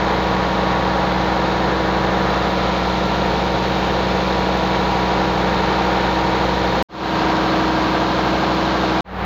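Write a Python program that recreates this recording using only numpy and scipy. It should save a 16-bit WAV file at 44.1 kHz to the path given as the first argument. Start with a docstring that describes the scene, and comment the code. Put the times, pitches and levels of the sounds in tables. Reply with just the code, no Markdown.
"""A big inboard diesel drones at cruising speed in the wooden engine room of a river boat.
It is heard at once from the doorway, then from above the engine, last on deck by the wash; these two fade in.
Throughout, the engine cycle of two crank turns drives three sources: a hum of cosines on its multiples,
hard knocks replayed from one round of ringing blows, and loose clatter of fresh noise bursts.
A faint high hiss of filtered noise lies under all three spots; filtered noise makes the wash on deck."""
import sys
import numpy as np
from scipy import signal
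from scipy.fft import rfft, irfft, next_fast_len
from scipy.io import wavfile
from scipy.ndimage import uniform_filter1d, map_coordinates

SR = 44100
rng = np.random.default_rng(int(sys.argv[2]) if len(sys.argv) > 2 else 0)


def store_pcm(level_fs):
    """Save levels as 16-bit WAV."""
    pcm = np.round(np.clip(level_fs, -1, 1) * 32767).astype(np.int16)
    wavfile.write(sys.argv[1], SR, np.atleast_2d(pcm).T)


N = 407925

# Listening spots (doorway, above the engine, deck) and the balance of the sources at each;
# the doorway's ramp is so short that it starts at once:
# start_s, end_s, ramp_s, hum_db, knock_db, clatter_db, tilt_db_per_octave (above 1 kHz)
LISTENING_SPOTS = [(0, 6.826, 0.00065, 2, 1, -0.5, 0), (6.886, 9.008, 0.28, -2, -2, -2, -1.2),
                   (9.043, 9.3, .25, -1, -1.5, -3, -3)]
# Water along the hull: frequency_hz, density_db_per_hz
WASH_SPECTRUM = [(40, -66), (100, -57), (300, -60), (800, -57), (1800, -60), (4500, -79), (7000, -96),
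                 (8200, -115)]
# Faint high hiss: frequency_hz, density_db_per_hz
HISS_SPECTRUM = [(6000, -125), (8700, -110), (10000, -106.5), (12000, -103.5), (14000, -100), (14700, -90),
                 (15600, -92.5)]
# Part of the block's noise that never repeats, before the spot's balance and tilt:
# frequency_hz, doorway_db_per_hz, above_engine_db_per_hz
CLATTER_SPECTRUM = [(25, -63, -73), (50, -62, -57.5), (144, -54, -54.5), (256, -59, -60),
                    (460, -53.5, -51.5), (750, -52.5, -51), (1150, -59, -53.5), (2020, -64.5, -62.5),
                    (2900, -66, -62.5), (4000, -64.5, -61), (5280, -75.5, -70), (6700, -83.5, -78.5),
                    (7470, -92.5, -85.5), (8140, -104.3, -104.3)]
# Part of the block's noise that repeats every cycle, before the spot's balance and tilt:
# frequency_hz, doorway_db_per_hz, above_engine_db_per_hz
KNOCK_SPECTRUM = [(230, -33, -53), (380, -54.5, -48), (475, -51.5, -51.5), (580, -58.5, -56),
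                  (700, -55, -48.5), (774, -49.5, -50), (880, -55, -51), (940, -50, -51.6),
                  (1030, -56.5, -53.8), (1340, -59.5, -56), (1970, -64.5, -60), (2900, -73, -67),
                  (4000, -80.5, -69), (6500, -89, -86.2)]
# Covers and pipes that ring under the blows:
# centre_hz, width_hz, doorway_lift_db, above_engine_lift_db
PANEL_RESONANCES = [(1178, 57, 2, 3.5), (1398, 40, 3, 0), (1590, 36, -0.5, 5), (1820, 60, 4.5, 1),
                    (2290, 17, 6.5, 2), (3740, 400, 1.5, 0.5), (4250, 240, 1.5, 2.5), (6540, 250, 3.5, 3.5)]
# Strong multiples of the engine cycle, before the spot's balance:
# order (rounded to a whole number), doorway_db, above_engine_db, deck_db
HUM_LINES = [(3, -54, -54.1, -51), (5, -31.5, -31, -26.5), (7, -54, -58, -49.5), (8, -48.5, -53, -33.8),
             (10, -38.5, -34.5, -49), (11, -40, -37, -48.4), (12, -41, -43.5, -38.9), (13, -48.5, -37, -55),
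             (15, -29, -26.5, -26.5), (16, -43, -40, -40), (17, -40.5, -33.5, -39.2), (18, -43.5, -39, -40),
             (20, -43.5, -35.5, -51.6), (21, -45.5, -36.5, -56.6), (22, -51, -48, -51), (23, -51, -59, -46),
             (24, -48, -33, -36), (26, -31.5, -23, -41.6), (37, -40.5, -38.5, -43), (40, -37, -36, -47.5),
             (42, -37, -38, -38), (45, -37, -34, -41), (56, -41.1, -33.5, -48), (74.86, -35, -32.5, -42.3),
             (78, -36.5, -32, -39.4), (80, -39, -36.5, -45), (89.93, -40, -42, -42.9),
             (109.8, -43, -42, -45)]
# Frequency bands of the engine that come and go as the listener sways and leans:
# from_hz, to_hz, sway_db (rms), lean_db (per unit of lean)
SWAYING_BANDS = [(300, 345, .6, -1.6), (620, 1000, .3, -.3), (1000, 2200, .2, -1.9), (2200, 7000, .2, .4)]
# The listener leans in through the doorway and back: time_s, lean (no unit, 0 = usual place)
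LEAN_PATH = [(.3, 0), (2.1, -.45), (2.9, .6), (4.4, .6), (5.6, -.3), (7.2, 0)]
# Slow opening of the treble indoors: time_s, level_db
TREBLE_PATH = [(1.8, -.9), (2.7, -.4), (5.3, .4), (8, .5)]

CRUISE_RPM = 1484
HUNT_RPM, HUNT_PERIOD_S, HUNT_PEAK_S = 4.5, 2.2, 2.1  # the governor's slow swing, fastest at the peak
SWAY_HZ = .8
TREBLE_FROM_HZ = 2200
EDGE_HZ = 15550  # upper band limit


def from_db(db):
    """Level and amplitude: 20 dB is a factor of ten."""
    return 10 ** (np.asarray(db) / 20)


def unit(x):
    """Normalization: scales a signal to rms 1."""
    return x / np.sqrt(np.mean(x ** 2) + 1e-20)


def read(table, hz, axis=1):
    """Interpolation: one column of a spectrum on a log-frequency axis."""
    columns = np.transpose(table)
    return np.interp(np.log(hz + 1), np.log(columns[0] + 1), columns[axis])


def colour(x, gain):
    """Linear filtering: multiplies the spectrum of x by a gain that is a function of frequency."""
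    size = next_fast_len(N)
    spectrum = rfft(x, size)
    hz = np.fft.rfftfreq(size, 1 / SR)
    return irfft(spectrum * gain(hz), size)[:N]


def white():
    """White noise: equal power, 1 per Hz, at all frequencies."""
    return rng.standard_normal(N) * np.sqrt(SR / 2)


def wander(rate_hz):
    """Band-limited chance: smooth random motion of rms 1, up to about this rate."""
    return unit(colour(rng.standard_normal(N), lambda hz: np.exp(-(hz / rate_hz) ** 2)))


def brighten(hz, tilt_db):
    """Spectral tilt: a treble slope in dB per octave that starts at 1 kHz."""
    octaves = np.log2(np.maximum(hz / 1000, 1))
    return from_db(tilt_db * octaves)


def rush(spectrum, swell_db, swell_hz):
    """Broadband flow noise: noise of a given colour that swells and sinks."""
    noise = colour(white(), lambda hz: from_db(read(spectrum, hz)))
    return noise * from_db(swell_db * wander(swell_hz))


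def panels(hz, axis):
    """Resonance: covers and pipes lift the level near their own frequencies, as heard from one side."""
    total_db = 0
    for centre_hz, width_hz, *lift_db in PANEL_RESONANCES:
        detuning = 2 * (hz - centre_hz) / width_hz
        total_db = total_db + lift_db[axis - 1] / (1 + detuning ** 2)
    return from_db(total_db)


def blows(cycle_hz, ring_s, uneven_db, count=30, size=16384):
    """Impact and decay: firings and closing valves strike at their own angle and force, and ring out."""
    force = from_db(uneven_db * rng.permutation(np.linspace(-1, 1, count)))
    angle = (np.arange(count) + rng.random(count)) / count  # fraction of a cycle
    since_s = (np.arange(size) / size - angle[:, None]) % 1 / cycle_hz
    power = force ** 2 @ np.exp(-2 * since_s / ring_s)
    loudness = np.sqrt(power)
    # the engine pulls evenly over each quarter of the cycle
    quarter_mean = uniform_filter1d(loudness, size // 4, mode="wrap")
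    return unit(loudness / quarter_mean)


def clatter(cycles, cycle_hz, axis, tilt_db, ring_s=.009, uneven_db=3, loose_db=0.2, loose_hz=70):
    """Modulated noise: valve gear and injectors give a burst at every blow, never quite the same."""
    strikes = blows(cycle_hz, ring_s, uneven_db)
    place = (cycles % 1 * len(strikes)).astype(int)
    bursts = strikes[place] * from_db(loose_db * wander(loose_hz))

    def gain(hz):
        """Band limits: the clatter's colour, closed at both ends."""
        low_pass = 1 / (1 + (hz / 8400) ** 40)
        high_pass = hz ** 4 / (hz ** 4 + 29 ** 4)
        level = from_db(read(CLATTER_SPECTRUM, hz, axis))
        return low_pass * high_pass * level * panels(hz, axis) * brighten(hz, tilt_db)

    return colour(white() * bursts, gain)


def knock(cycles, cycle_hz, axis, tilt_db, ring_s=.005, uneven_db=4.0, drift=0.59, drift_hz=0.351,
          even=.4, count=40):
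    """Periodicity: a round of ringing blows replayed every cycle has a line spectrum; its echoes drift."""
    strikes = blows(cycle_hz, ring_s, uneven_db)
    direct, echoes = rfft(strikes * rng.standard_normal((2, len(strikes))))
    order = np.arange(len(direct))
    hz = order * cycle_hz
    t = np.linspace(0, len(cycles) / SR, count)[:, None]

    def even_out(z):
        """Multipath mixing: many paths through the room even out the strengths of the lines."""
        return z / abs(z) * unit(abs(z) ** (1 - even))

    direct, echoes = even_out(direct), even_out(echoes)
    # the echoes' phases shift as the listener moves
    shift = np.exp(2j * np.pi * t * drift_hz * rng.standard_normal(len(hz)))
    lines = (direct + drift * echoes * shift) / np.hypot(1, drift)
    # the bass and the strong multiples belong to the hum
    band = np.interp(hz, [315, 360, 7000, 7500], [0, 1, 1, 0])
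    heard = band * ~np.isin(order, np.round(np.transpose(HUM_LINES)[0]))
    level = from_db(read(KNOCK_SPECTRUM, hz, axis)) * np.sqrt(cycle_hz / 2)  # density to line strength
    gain = heard * level * panels(hz, axis) * brighten(hz, tilt_db)
    rounds = irfft(lines * gain) * len(strikes)
    # blend from each round to the next while reading along the cycle
    where = [np.linspace(0, count - 1, len(cycles)), cycles % 1 * len(strikes)]
    return map_coordinates(rounds, where, order=1, mode="grid-wrap")


def crank(flutter=0.002213, flutter_hz=9, load_rpm=1.8, load_hz=1.5):
    """Four-stroke kinematics: a cycle takes two turns; integrates speed as governor and load vary it."""
    t = np.arange(N) / SR
    hunt = HUNT_RPM * np.cos(2 * np.pi * (t - HUNT_PEAK_S) / HUNT_PERIOD_S)
    rpm = CRUISE_RPM + hunt + load_rpm * wander(load_hz)
    cycle_hz = rpm / 120
    return np.cumsum(cycle_hz * (1 + flutter * wander(flutter_hz))) / SR


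def hum(cycles, axis, waver_db_per_root_order=.16, sway_db_per_order=0.0266, jitter_cycles=.0007):
    """Harmonic series: exhaust and hull sing on exact multiples of the cycle; the deepest is steadiest."""
    def chance(count):
        """Random interpolation: a new value every so many cycles, joined by straight lines."""
        knots = np.arange(cycles[0], cycles[-1] + 2 * count, count)
        return np.interp(cycles, knots, rng.standard_normal(len(knots)))

    out = np.zeros(len(cycles))
    for row in HUM_LINES:
        order = round(row[0])
        # combustion varies quickly; standing waves sway the short wavelengths slowly
        waver_db = waver_db_per_root_order * np.sqrt(order) * chance(count=1)
        sway_db = sway_db_per_order * order * chance(count=9)
        # ignition comes a little early or late, which roughens the high multiples
        turns = order * (cycles + jitter_cycles * chance(count=1)) + rng.random()
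        out += from_db(row[axis] + waver_db + sway_db) * np.sqrt(2) * np.cos(2 * np.pi * turns)
    return out


def turn(x):
    """Position-dependent gain: bands advance and recede with lean and sway; the treble opens."""
    t = np.arange(N) / SR
    lean = np.interp(t, *np.transpose(LEAN_PATH))
    for lo_hz, hi_hz, sway_db, lean_db in SWAYING_BANDS:
        change_db = lean_db * lean + sway_db * wander(SWAY_HZ)
        band = colour(x, lambda hz: (hz > lo_hz) & (hz < hi_hz))
        x = x + (from_db(change_db) - 1) * band
    treble_db = np.interp(t, *np.transpose(TREBLE_PATH))
    treble = colour(x, lambda hz: hz > TREBLE_FROM_HZ)
    return x + (from_db(treble_db) - 1) * treble


def scene(burn_db=1.3, burn_hz=45):
    """Superposition: the sources of one engine add up at three spots in turn."""
    cycles = crank()
    t = np.arange(N) / SR
    out = np.zeros(N)
    cycle_hz = cycles[-1] / t[-1]
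    burn = unit(from_db(burn_db * wander(burn_hz)))  # no two firings are equally hard
    hiss = rush(HISS_SPECTRUM, swell_db=1.0, swell_hz=30)
    for spot, (start, end, ramp_s, hum_db, knock_db, clatter_db, tilt_db) in enumerate(LISTENING_SPOTS):
        here = (t >= start) & (t < end)
        side = 1 + spot % 2  # the deck hears the engine through the doorway
        sound = hiss + from_db(clatter_db) * clatter(cycles, cycle_hz, side, tilt_db)
        knocks = burn[here] * knock(cycles[here], cycle_hz, side, tilt_db)
        sound[here] += from_db(knock_db) * knocks
        sound[here] += from_db(hum_db) * hum(cycles[here], spot + 1)
        on_deck = spot == 2
        if on_deck:
            sound = sound + rush(WASH_SPECTRUM, swell_db=-1.0, swell_hz=11.6)
        else:
            sound = turn(sound)
        ramp = np.clip((t - start) / ramp_s, 0, 1)
        out += sound * here * ramp
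    return out[None]


def record(dry, ceiling=0.47):
    """Saturation and band limiting: the loudest peaks are rounded off, then the top is cut."""
    rounded = dry / (1 + (dry / ceiling) ** 4) ** (1 / 4)
    # only the part of the rounding below 6.5 kHz is kept
    smooth = signal.firwin(101, 6500, fs=SR)[None]
    held = dry + signal.oaconvolve(rounded - dry, smooth, "same")
    band_limit = signal.firwin(511, EDGE_HZ, window=("kaiser", 9), fs=SR)[None]
    return signal.oaconvolve(held, band_limit, "same")


dry = scene()
out = record(dry)
store_pcm(out)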